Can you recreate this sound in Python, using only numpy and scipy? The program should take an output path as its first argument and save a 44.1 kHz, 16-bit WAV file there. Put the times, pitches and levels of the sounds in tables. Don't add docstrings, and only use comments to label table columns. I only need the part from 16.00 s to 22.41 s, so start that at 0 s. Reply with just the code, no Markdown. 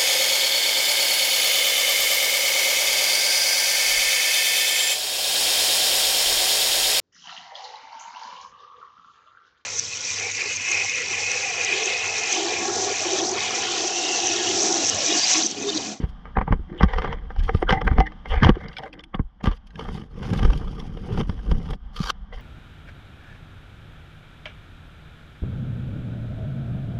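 import sys
import numpy as np
from scipy import signal
from scipy.fft import rfft, irfft, next_fast_len
from scipy.io import wavfile
from scipy.ndimage import uniform_filter1d, map_coordinates

SR = 44100
rng = np.random.default_rng(int(sys.argv[2]) if len(sys.argv) > 2 else 0)


def output_pcm(signal):
    pcm = np.clip(np.atleast_2d(signal).T, -1, 1) * 32767
    wavfile.write(sys.argv[1], SR, np.round(pcm).astype(np.int16))


N = 282681

# time in seconds, level in dB.
HISS_LEVELS = [(0, -48), (.7, -51.5), (2.2, -48), (2.85, -61.5), (3.069, -60.5), (3.35, -61.5),
               (3.65, -56.5), (4.1, -62), (5.75, -63), (5.85, -51.5), (6.15, -51), (6.4, -53.5)]
# time in seconds, level in dB.
SWAY_LEVELS = [(0.0, -40), (0.18, -41), (1.59, -30), (2.25, -42), (2.45, -38), (2.84, -50), (4.07, -43),
               (4.46, -22.5), (4.89, -35), (5.59, -28), (5.8, -38.5), (6.41, -38.5)]
# start in seconds, length in seconds, level in dB.
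HEAVES = [(.05, 0.041, -21.5), (.6, 0.013, -22), (.95, 0.027, -15.5), (1.05, 0.1, -26),
          (1.39, 0.073, -15.5), (1.85, 0.12, -16.5), (2.32, 0.072, -11), (3.8, 0.2, -35),
          (4.44, 0.076, -14), (4.68, 0.012, -19.5), (5.17, 0.024, -17.5), (5.5, 0.056, -14.5),
          (5.63, 0.081, -24), (5.85, 0.025, -29.5), (6.31, .06, -35)]
# start in seconds, level in dB.
CLINKS = [(0.935, -60), (1.315, -66), (1.390, -57), (1.468, -53), (1.555, -56.5), (1.600, -53), (1.7, -52),
          (1.846, -58), (2.680, -64.5), (4.797, -65)]
# frequency in Hz, level in dB, 60 dB decay time in seconds.
FITTING_MODES = [(2393, -10.5, .2), (3050, -6, .1), (3830, -3.5, 0.071), (4220, -6, 0.09), (4870, -1, .08),
                 (5640, -7, 0.2), (6500, -7, .09), (8900, -12, .1)]
# start in seconds, length in seconds, level in dB.
RUSTLES = [(0.0, 0.1, -55.5), (.775, 0.065, -58.5), (.915, 0.15, -58.5), (1.385, 0.12, -49.5),
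           (1.49, 0.1, -53.5), (1.68, 0.076, -54), (2.29, 0.064, -48), (2.42, 0.088, -53),
           (2.55, 0.27, -63.5), (2.82, .06, -61), (3.465, 0.11, -56), (6.34, .07, -56)]
# time in seconds, peak level in dB, 60 dB decay time in seconds.
SNAPS = [(0.774, -45, 0.086), (1.4387, -51, 0.048), (1.6922, -26, 0.048), (2.6802, -36.5, 0.028),
         (2.7263, -40.5, 0.049), (2.764, -25.5, 0.048), (2.78, -27.5, 0.042), (2.831, -35, 0.054),
         (2.9258, -35, 0.034), (2.934, -41, 0.025), (2.9897, -35.5, 0.0074), (3.0023, -42, 0.016),
         (3.0348, -35.5, 0.024), (3.1476, -43, 0.031), (3.67, -56, 0.039), (3.7016, -47.5, 0.038),
         (3.753, -36, 0.019), (3.792, -35, 0.035), (4.797, -34.5, 0.008), (5.9602, -29.5, 0.024),
         (5.9834, -56, 0.035), (6.326, -44, 0.044), (6.3434, -44, 0.12)]
# time in seconds, peak level in dB.
TICKS = [(1.3865, -47), (1.436, -42), (3.439, -42), (3.4578, -34), (3.6702, -50.5), (3.8868, -60),
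         (4.3342, -36), (4.375, -35.5), (4.576, -38.5), (4.7936, -46), (5.175, -51), (5.517, -61),
         (5.7057, -38), (5.963, -38), (6.3839, -52)]
# midpoint in seconds, length in seconds, pitch in Hz, level in dB.
CREAKS = [(0.361, 0.014, 1600, -39), (0.48, 0.0044, 840, -21.5), (0.744, 0.091, 332, -38.5),
          (0.797, 0.024, 3160, -39), (1.488, 0.016, 1190, -31), (1.69, 0.028, 1460, -26),
          (1.695, 0.0074, 3100, -21), (1.776, 0.02, 1900, -34), (1.876, 0.02, 1590, -32),
          (2.071, 0.019, 1890, -30), (2.319, 0.045, 3040, -36.5), (2.37, 0.092, 2170, -39.5),
          (2.431, 0.021, 1670, -21), (2.63, 0.066, 1960, -47), (2.833, 0.094, 583, -42.5),
          (2.977, 0.21, 308, -51.5), (3.147, 0.0066, 3050, -34)]
# start in seconds, length in seconds, rasp in dB, rub in dB.
PULLS = [(0.0, 0.041, -42, -26.5), (0.688, 0.2, -50.5, -40), (0.889, 0.25, -38, -38),
         (1.162, 0.096, -51, -45.5), (1.391, 0.35, -48, -36), (1.685, 0.095, -36.5, -37.5),
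         (1.845, .19, -42, -29.5), (2.309, 0.096, -31, -32), (2.43, 0.064, -26, -14.5),
         (2.547, 0.19, -43.5, -43), (2.784, 0.088, -43.5, -43.5), (2.938, 0.064, -51.5, -52),
         (3.44, 0.054, -70, -30), (6.329, 0.087, -47, -51)]
# time in seconds, pressure level in dB, scratch level in dB.
FROND_LEVELS = [(3.76, -66, -81), (3.8, -33, -44), (4.0, -31.5, -42), (4.09, -46, -66), (4.24, -26, -36.5),
                (4.46, -23, -39.5), (4.58, -30.5, -43.5), (5.01, -36, -50.5), (5.2, -19, -34.5),
                (5.25, -39, -52), (5.29, -30.5, -48), (5.4, -39, -49.5), (5.52, -22.5, -43.5),
                (5.56, -29.5, -48), (5.74, -32, -42.5), (5.8, -55, -92)]
# time in seconds, peak level in dB.
CATCHES = [(3.793, -23.5), (3.809, -28), (4.137, -56), (4.23, -30.5), (4.315, -45), (4.334, -22),
           (4.375, -37), (4.392, -23.5), (4.43, -21.5), (4.45, -20), (4.503, -23.5), (4.533, -25.5),
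           (4.679, -35), (4.972, -31), (5.176, -24), (5.2, -24), (5.21, -23), (5.296, -32.5), (5.514, -21),
           (5.706, -28.5), (5.734, -30)]
# start in seconds, level in dB.
NUDGES = [(1.045, -55), (1.724, -11.5), (1.771, -19.5), (2.004, -14.5), (2.785, -34), (2.831, -35.5)]
# frequency in Hz, level in dB, 60 dB decay time in seconds.
BLADE_MODES = [(309.6, -13.5, 0.36), (470, -24.5, 0.22), (483.5, -16.5, 0.12), (775, 2.5, 0.11),
               (856, -12, .2), (870, -9, 0.17), (1200, -24, 0.26), (2050, -15, 0.23), (2040, -9.5, 0.064),
               (2840, -32.5, 0.26)]
# start in seconds, level in dB, final pitch in Hz.
JOLTS = [(.037, -13, 71), (.376, -8, 45), (.478, -15, 152), (.507, -10, 89.5), (.524, -6, 52),
         (.525, -12, 175), (.594, -21.5, 55), (0.81, -12, 158), (.832, -2, 58), (.835, -9, 176.4),
         (1.547, -6, 71), (1.627, -11.5, 343), (1.711, -12.5, 45), (1.726, -16, 210), (1.914, -6.5, 50.6),
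         (1.986, -4, 52), (2.433, -6, 120), (2.454, -4.5, 91), (2.469, -6, 125), (2.492, -2, 206),
         (2.493, -5.5, 346), (2.568, -20, 365), (2.649, -25, 126), (3.149, -19.5, 179), (3.195, -11.5, 169),
         (3.199, -12.5, 57.3), (3.44, -16.5, 188), (3.471, -17.5, 171), (3.474, -5, 58),
         (4.328, -11.5, 160), (4.432, -10.5, 124), (4.448, -7, 34), (5.293, -15, 77), (5.516, -7.5, 52),
         (6.003, -14.5, 153)]
# time in seconds, peak level in dB,
# offset of the snap in dB, resonance in Hz, 60 dB decay time of the contact force in seconds.
KNOCKS = [(.036, -29.5, -25, 1190, 0.022), (.253, -30.5, -21, 1220, 0.23), (0.369, -9, -47, 796, 0.026),
          (0.385, -14.5, -49, 1150, .045), (.412, -14, -35, 1160, .06), (.476, -21, -41, 805, 0.13),
          (.523, -11.5, -25, 1010, 0.063), (.807, -11.5, -30, 840, 0.15), (.83, -9, -16, 1160, 0.057),
          (0.934, -16, -19.5, 1860, 0.058), (.983, -14, -15.5, 1190, 0.061),
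          (1.018, -20.5, -15, 2060, 0.19), (1.044, -16, -23, 1200, 0.11), (1.073, -23.5, -25, 1190, .057),
          (1.126, -20, -13.5, 920, 0.087), (1.303, -26, -25, 800, 0.087), (1.361, -30.5, -19, 800, 0.04),
          (1.492, -10.5, -31, 746, 0.026), (1.547, -21.5, -14, 1210, .028), (1.624, -12, -22.5, 700, 0.04),
          (1.691, -9, -16.5, 1190, 0.11), (1.705, -7.5, -14, 1550, 0.049), (1.724, -9, -13.5, 776, 0.097),
          (1.814, -15.5, -18, 767, 0.031), (1.876, -9.5, -19.5, 776, 0.021), (1.912, -21.5, -24, 805, .05),
          (1.982, -10, -26, 750, 0.026), (2.002, -9, -16.5, 740, .045), (2.066, -33.5, -4.5, 1970, 0.056),
          (2.119, -36, -13, 1100, 0.067), (2.256, -25.5, -18.5, 2100, 0.09),
          (2.431, -7.5, -13.5, 1550, 0.15), (2.445, -7.5, -10, 1010, 0.054), (2.467, -9.5, -23.5, 810, .11),
          (2.491, -7.5, -11.5, 1124, .033), (2.554, -30.5, -16, 766, 0.11), (3.143, -19, -37, 1110, 0.058),
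          (3.192, -25, -36, 1060, 0.044), (3.409, -35.5, -21.5, 1160, 0.032), (3.44, -21.5, -13, 1160, .06),
          (3.456, -19.5, -13, 1570, .06), (3.469, -15.5, -14.5, 1180, 0.12),
          (3.513, -26.5, -14, 1150, 0.096), (3.887, -24, -25, 786, 0.02), (5.295, -27, -11, 1200, .037)]
# centre in Hz, width in Hz, gain in dB.
HOUSING_RESONANCES = [(459.6, 68, 6), (677, 244, -10.5), (760, 78, 8), (1200, 87, 6.5), (1570, 120, 5.5),
                      (2140, 900, 3), (2495, 480, -6.5), (3166, 490, 7), (4070, 680, -5)]

# frequency in Hz, spectral density in dB.
HISS_SPECTRUM = [(100, -3), (200, 4), (400, -22), (700, -8.5), (1100, -15.5), (2000, -26), (2600, -30),
                 (3200, -25), (4100, -35), (5400, -38.5), (7500, -56.5), (15000, -74)]
BUFFET_SPECTRUM = [(8, -16), (25, 3), (52, 0), (80, -10.5), (160, -51), (400, -86)]
CRACKLE_SPECTRUM = [(800, -29.5), (2500, 6), (5000, 4), (6500, -4.5), (8000, -14.5), (9500, -9),
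                    (13200, -22), (14600, -23)]
SNAP_SPECTRUM = [(400, -21), (1500, -2.5), (2900, 8.5), (4000, 0), (5500, -3.5), (7500, -29.5),
                 (10000, -32), (13200, -47), (14600, -56)]
RASP_SPECTRUM = [(150, -27), (250, -41.5), (462, 6), (673, 4), (752, 4.5), (1350, -7.5), (2080, -2),
                 (2710, -22.5), (3160, -15.5), (7000, -43), (9100, -94.5), (15400, -120)]
RUB_SPECTRUM = [(40, -10.5), (90, -4.5), (190, -1), (260, -10.5), (400, -16), (800, -33), (2000, -47.5),
                (5000, -88)]
SCRATCH_SPECTRUM = [(210, -22.5), (350, -10.5), (470, 0), (800, -2), (1800, -16), (3000, -17.5),
                    (4000, -27), (5600, -26), (7900, -53), (9400, -40), (13300, -71.5), (14600, -48)]
SWISH_SPECTRUM = [(240, -15.5), (500, -6), (900, -10.5), (1240, -4.5), (2000, -17.5), (3100, -15.5),
                  (4500, -8.5), (6200, -20), (8000, -35.5), (10000, -34), (14300, -39), (15500, -68)]
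KNOCK_SPECTRUM = [(100, -10), (300, -6), (500, 6), (900, 3), (1500, -6.5), (2100, -6), (3200, -30.5),
                  (4200, -35), (6500, -68), (15000, -102)]


def amp(db):
    return 10 ** (np.asarray(db) / 20)


def unit(x):
    return x / np.sqrt(np.mean(x ** 2) + 1e-20)


def add(track, start, sound):
    first = max(round(start * SR), 0)
    track[first:first + len(sound)] += sound[:max(N - first, 0)]


def gains(rows):
    times, *columns = np.transpose(rows)
    return [amp(np.interp(np.arange(N) / SR, times, db, left=-120, right=-120)) for db in columns]


def strokes(rows, rise_s, fall_s):
    t, power = np.arange(0, N, 32) / SR, 0
    for start, length, db in rows:
        away = np.maximum(start - t, 0) / rise_s + np.maximum(t - start - length, 0) / fall_s
        power = power + amp(db - 60 * away) ** 2
    return np.interp(np.arange(N) / SR, t, np.sqrt(power))


def wobble(rate):
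    knots = rng.standard_normal(int(N * rate / SR) + 4)
    return map_coordinates(knots, [np.arange(N) * rate / SR])


def coloured(x, spectrum, resonances=()):
    size = 2 * next_fast_len(len(x) // 2 + 2048)
    hz = np.fft.rfftfreq(size, 1 / SR)
    knot_hz, knot_db = np.transpose(spectrum)
    db = np.interp(np.log(hz + 1), np.log(knot_hz), knot_db)
    for centre, width, peak_db in [*HOUSING_RESONANCES, *resonances]:
        db += peak_db / (1 + (2 * (hz - centre) / width) ** 2)
    cepstrum = irfft(np.log(amp(db) + 1e-6))
    cepstrum[1:size // 2] *= 2
    cepstrum[size // 2 + 1:] = 0
    return irfft(rfft(x, size) * np.exp(rfft(cepstrum)), size)[:len(x)]


def spot(depth_db=4, q=14, count=24):
    centres = np.geomspace(500, 12000, count) * np.exp(rng.normal(0, .05, count))
    return list(zip(centres, centres / q, depth_db * rng.uniform(-1.7, 1.5, count)))


def wandering(x, depth_db=4.5, width_hz=150, hold_s=.03):
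    hz, t, spectra = signal.stft(x, SR, nperseg=512)
    cells = np.meshgrid(hz / width_hz, t / hold_s, indexing="ij")
    field = map_coordinates(rng.standard_normal((300, 500)), cells, order=1, mode="wrap")
    return signal.istft(spectra * amp(depth_db * field), nperseg=512)[1][:len(x)]


def friction(spectrum, slip_hz, spread_db, clump_hz, clump_db):
    slipping = rng.random(N) < slip_hz / SR
    direction = np.sign(rng.standard_normal(N))
    strength = amp(spread_db * rng.uniform(-0.7, 1, N))
    clumps = amp(clump_db * np.tanh(wobble(clump_hz)))
    force = unit(slipping * direction * strength) * clumps
    return unit(coloured(wandering(force), spectrum))


def contact(track, time, db, spectrum, resonances, swell_s, t60, strike):
    t = np.arange(-SR // 25, SR // 6) / SR
    envelope = np.where(t < 0, np.exp(-np.abs(t) / swell_s), amp(-60 * np.abs(t) / t60))
    chatter = envelope * rng.standard_normal(len(t))
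    force = chatter / np.linalg.norm(chatter) + strike * (t == 0)
    sound = coloured(force, spectrum, resonances)
    peak = 2 * np.sqrt(uniform_filter1d(sound ** 2, size=220).max())
    add(track, time + t[0], amp(db) * sound / peak)


def ringing(hits, modes, scatter_db=3, attack_s=0.0018):
    out, t = np.zeros(N), np.arange(SR * 3 // 4) / SR
    for start, hit_db in hits:
        for hz, mode_db, t60 in modes:
            ring = np.sin(2 * np.pi * (hz * t + rng.random())) * (1 - np.exp(-t / attack_s))
            db = hit_db + mode_db + scatter_db * rng.standard_normal()
            add(out, start, amp(db - 60 * t / t60) * ring)
    return out


def air(sway_db=-1, heave_db=-3, hiss_db=1, shove_db=-15, shove_s=0.034):
    shoves = [(start, shove_s, db + shove_db) for start, db, _ in JOLTS]
    heaves = amp(heave_db) * strokes([*HEAVES, *shoves], rise_s=0.11, fall_s=0.18)
    sway = amp(sway_db) * gains(SWAY_LEVELS)[0]
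    buffet = np.hypot(sway, heaves) * unit(coloured(rng.standard_normal(N), BUFFET_SPECTRUM))
    times, levels = np.transpose(HISS_LEVELS)
    hiss_gain = amp(hiss_db + np.interp(np.arange(N) / SR, times, levels))
    return buffet + hiss_gain * unit(coloured(rng.standard_normal(N), HISS_SPECTRUM))


def harness(level_db=-1, chatter_db=4):
    return ringing(CLINKS, FITTING_MODES) * amp(level_db + chatter_db * np.tanh(2 * wobble(260)))


def sleeves(crackle_db=-10):
    reach = strokes(RUSTLES, rise_s=0.056, fall_s=0.093)
    rustle = friction(SNAP_SPECTRUM, slip_hz=3900, spread_db=12, clump_hz=75, clump_db=11)
    crackle = friction(CRACKLE_SPECTRUM, slip_hz=1800, spread_db=11.5, clump_hz=30, clump_db=13)
    return reach * (rustle + amp(crackle_db) * crackle)


def fibres(tick_db=1):
    out = np.zeros(N)
    for time, db, t60 in SNAPS:
        contact(out, time + 0.0045, db, SNAP_SPECTRUM, spot(depth_db=10),
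                swell_s=0.0019, t60=t60, strike=0.82)
    for time, db in TICKS:
        contact(out, time + 0.001013, db + tick_db, CRACKLE_SPECTRUM, spot(),
                swell_s=0.0034, t60=0.048, strike=0.48)
    return out


def creaks(relative_width=.13):
    out, t = np.zeros(N), np.arange(-SR // 8, SR // 8) / SR
    hz = np.fft.rfftfreq(len(t), 1 / SR)
    for midpoint, length, pitch, db in CREAKS:
        band = np.exp(-((hz / pitch - 1) / relative_width) ** 2)
        swell = np.exp(-(2 * t / length) ** 2)
        creak = irfft(rfft(rng.standard_normal(len(t))) * band, len(t)) * swell
        add(out, midpoint + t[0], amp(db) * creak * np.linalg.norm(swell) / np.linalg.norm(creak))
    return out


def rope(rub_db=-2, rise_s=.055, fall_s=.09, drag_db=-21.5, drag_s=.02):
    rasp_gain = strokes([(start, length, db) for start, length, db, _ in PULLS], rise_s, fall_s)
    rub_gain = strokes([(start, length, db) for start, length, _, db in PULLS], rise_s, fall_s)
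    drag_gain = strokes([(time, drag_s, db + drag_db) for time, db, *_ in KNOCKS], rise_s, fall_s=.22)
    rasp = friction(RASP_SPECTRUM, slip_hz=2500, spread_db=14, clump_hz=130, clump_db=6.5)
    rub = friction(RUB_SPECTRUM, slip_hz=600, spread_db=6.5, clump_hz=56, clump_db=9)
    return rasp_gain * rasp + amp(rub_db) * np.hypot(rub_gain, drag_gain) * rub


def frond(rub_db=-2, scratch_db=-2, crackle_db=-14, load_db=-10, load_scratch_db=-12, crack_db=-14):
    pressure, scrape = gains(FROND_LEVELS)
    load = strokes([(time, 0, db + load_db) for time, db in CATCHES], rise_s=0.19, fall_s=0.048)
    pressure = np.hypot(pressure, load)
    scrape = np.hypot(scrape, amp(load_scratch_db) * load)
    rub = friction(RUB_SPECTRUM, slip_hz=600, spread_db=8.5, clump_hz=49, clump_db=-0.1)
    scratch = friction(SCRATCH_SPECTRUM, slip_hz=3000, spread_db=11.5, clump_hz=150, clump_db=5.5)
    crackle = friction(CRACKLE_SPECTRUM, slip_hz=1900, spread_db=10, clump_hz=57, clump_db=5)
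    out = amp(rub_db) * pressure * rub
    out += scrape * (amp(scratch_db) * scratch + amp(crackle_db) * crackle)
    for time, db in CATCHES:
        contact(out, time + 0.001396, db, SCRATCH_SPECTRUM, spot(),
                swell_s=0.003, t60=0.024, strike=0.38)
        contact(out, time + 0.001348, db + crack_db, SNAP_SPECTRUM, spot(),
                swell_s=0.0017, t60=0.037, strike=0.38)
    return out


def swish(start_s=5.95, free_s=6.103, slide_db=-28, growth_db_per_s=110, tip_db=-24, crackle_db=-15):
    remaining_s = np.maximum(free_s - np.arange(N) / SR, 0)
    slide = strokes([(start_s, free_s - start_s, slide_db)], rise_s=0.056, fall_s=0.028)
    flick = strokes([(free_s, 0, tip_db)], rise_s=0.13, fall_s=0.028)
    sweep = np.hypot(slide * amp(-growth_db_per_s * remaining_s), flick)
    hiss = friction(SWISH_SPECTRUM, slip_hz=5400, spread_db=3, clump_hz=220, clump_db=7)
    rip = friction(CRACKLE_SPECTRUM, slip_hz=1700, spread_db=17, clump_hz=150, clump_db=5)
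    return sweep * (hiss + amp(crackle_db) * rip)


def blade(level_db=-4, chatter_db=3):
    return ringing(NUDGES, BLADE_MODES) * amp(level_db + chatter_db * wobble(160))


def jolts(level_db=2, attack_s=0.0011, sag=0.17, crunch=0.33, reference_t60=0.053, reference_hz=96):
    out, t = np.zeros(N), np.arange(SR // 4) / SR
    for start, db, hz in JOLTS:
        t60 = reference_t60 * (reference_hz / hz) ** .33
        pitch = hz * (1 + sag * np.exp(-t * hz))
        swing = np.sin(2 * np.pi * np.cumsum(pitch) / SR)
        rub = unit(coloured(rng.standard_normal(len(t)), RUB_SPECTRUM))
        envelope = amp(db + level_db - 60 * t / t60) * (1 - np.exp(-t / attack_s))
        add(out, start, envelope * (swing + crunch * rub))
    return out


def knocks(body_db=-1, snap_db=2, lag_s=0.00212, swell_s=0.0045, ring_db=7, ring_width_hz=150):
    out = np.zeros(N)
    for time, db, snap_offset_db, hz, t60 in KNOCKS:
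        resonances = spot(depth_db=1.5) + [(hz, ring_width_hz, ring_db)]
        contact(out, time + lag_s, db + body_db, KNOCK_SPECTRUM, resonances, swell_s, t60, strike=0.95)
        contact(out, time + lag_s, db + snap_offset_db + snap_db, SNAP_SPECTRUM, spot(),
                swell_s, t60 * 0.77, strike=1.0)
    return out


def scene():
    gear = knocks() + jolts() + blade() + harness()
    climbing = fibres() + creaks() + rope() + sleeves()
    return (gear + climbing + frond() + swish() + air())[None]


def record(dry):
    bass_cut = signal.butter(1, 10, "high", fs=SR, output="sos")
    treble_rolloff = signal.butter(8, 14200, fs=SR, output="sos")
    band_limit = signal.ellip(10, .1, 90, 15500, fs=SR, output="sos")
    x = signal.sosfilt(bass_cut, dry)
    rounded = x / (1 + np.abs(x) ** 6) ** (1 / 6)
    return signal.sosfilt(band_limit, signal.sosfilt(treble_rolloff, rounded))


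dry = scene()
out = record(dry)
output_pcm(out)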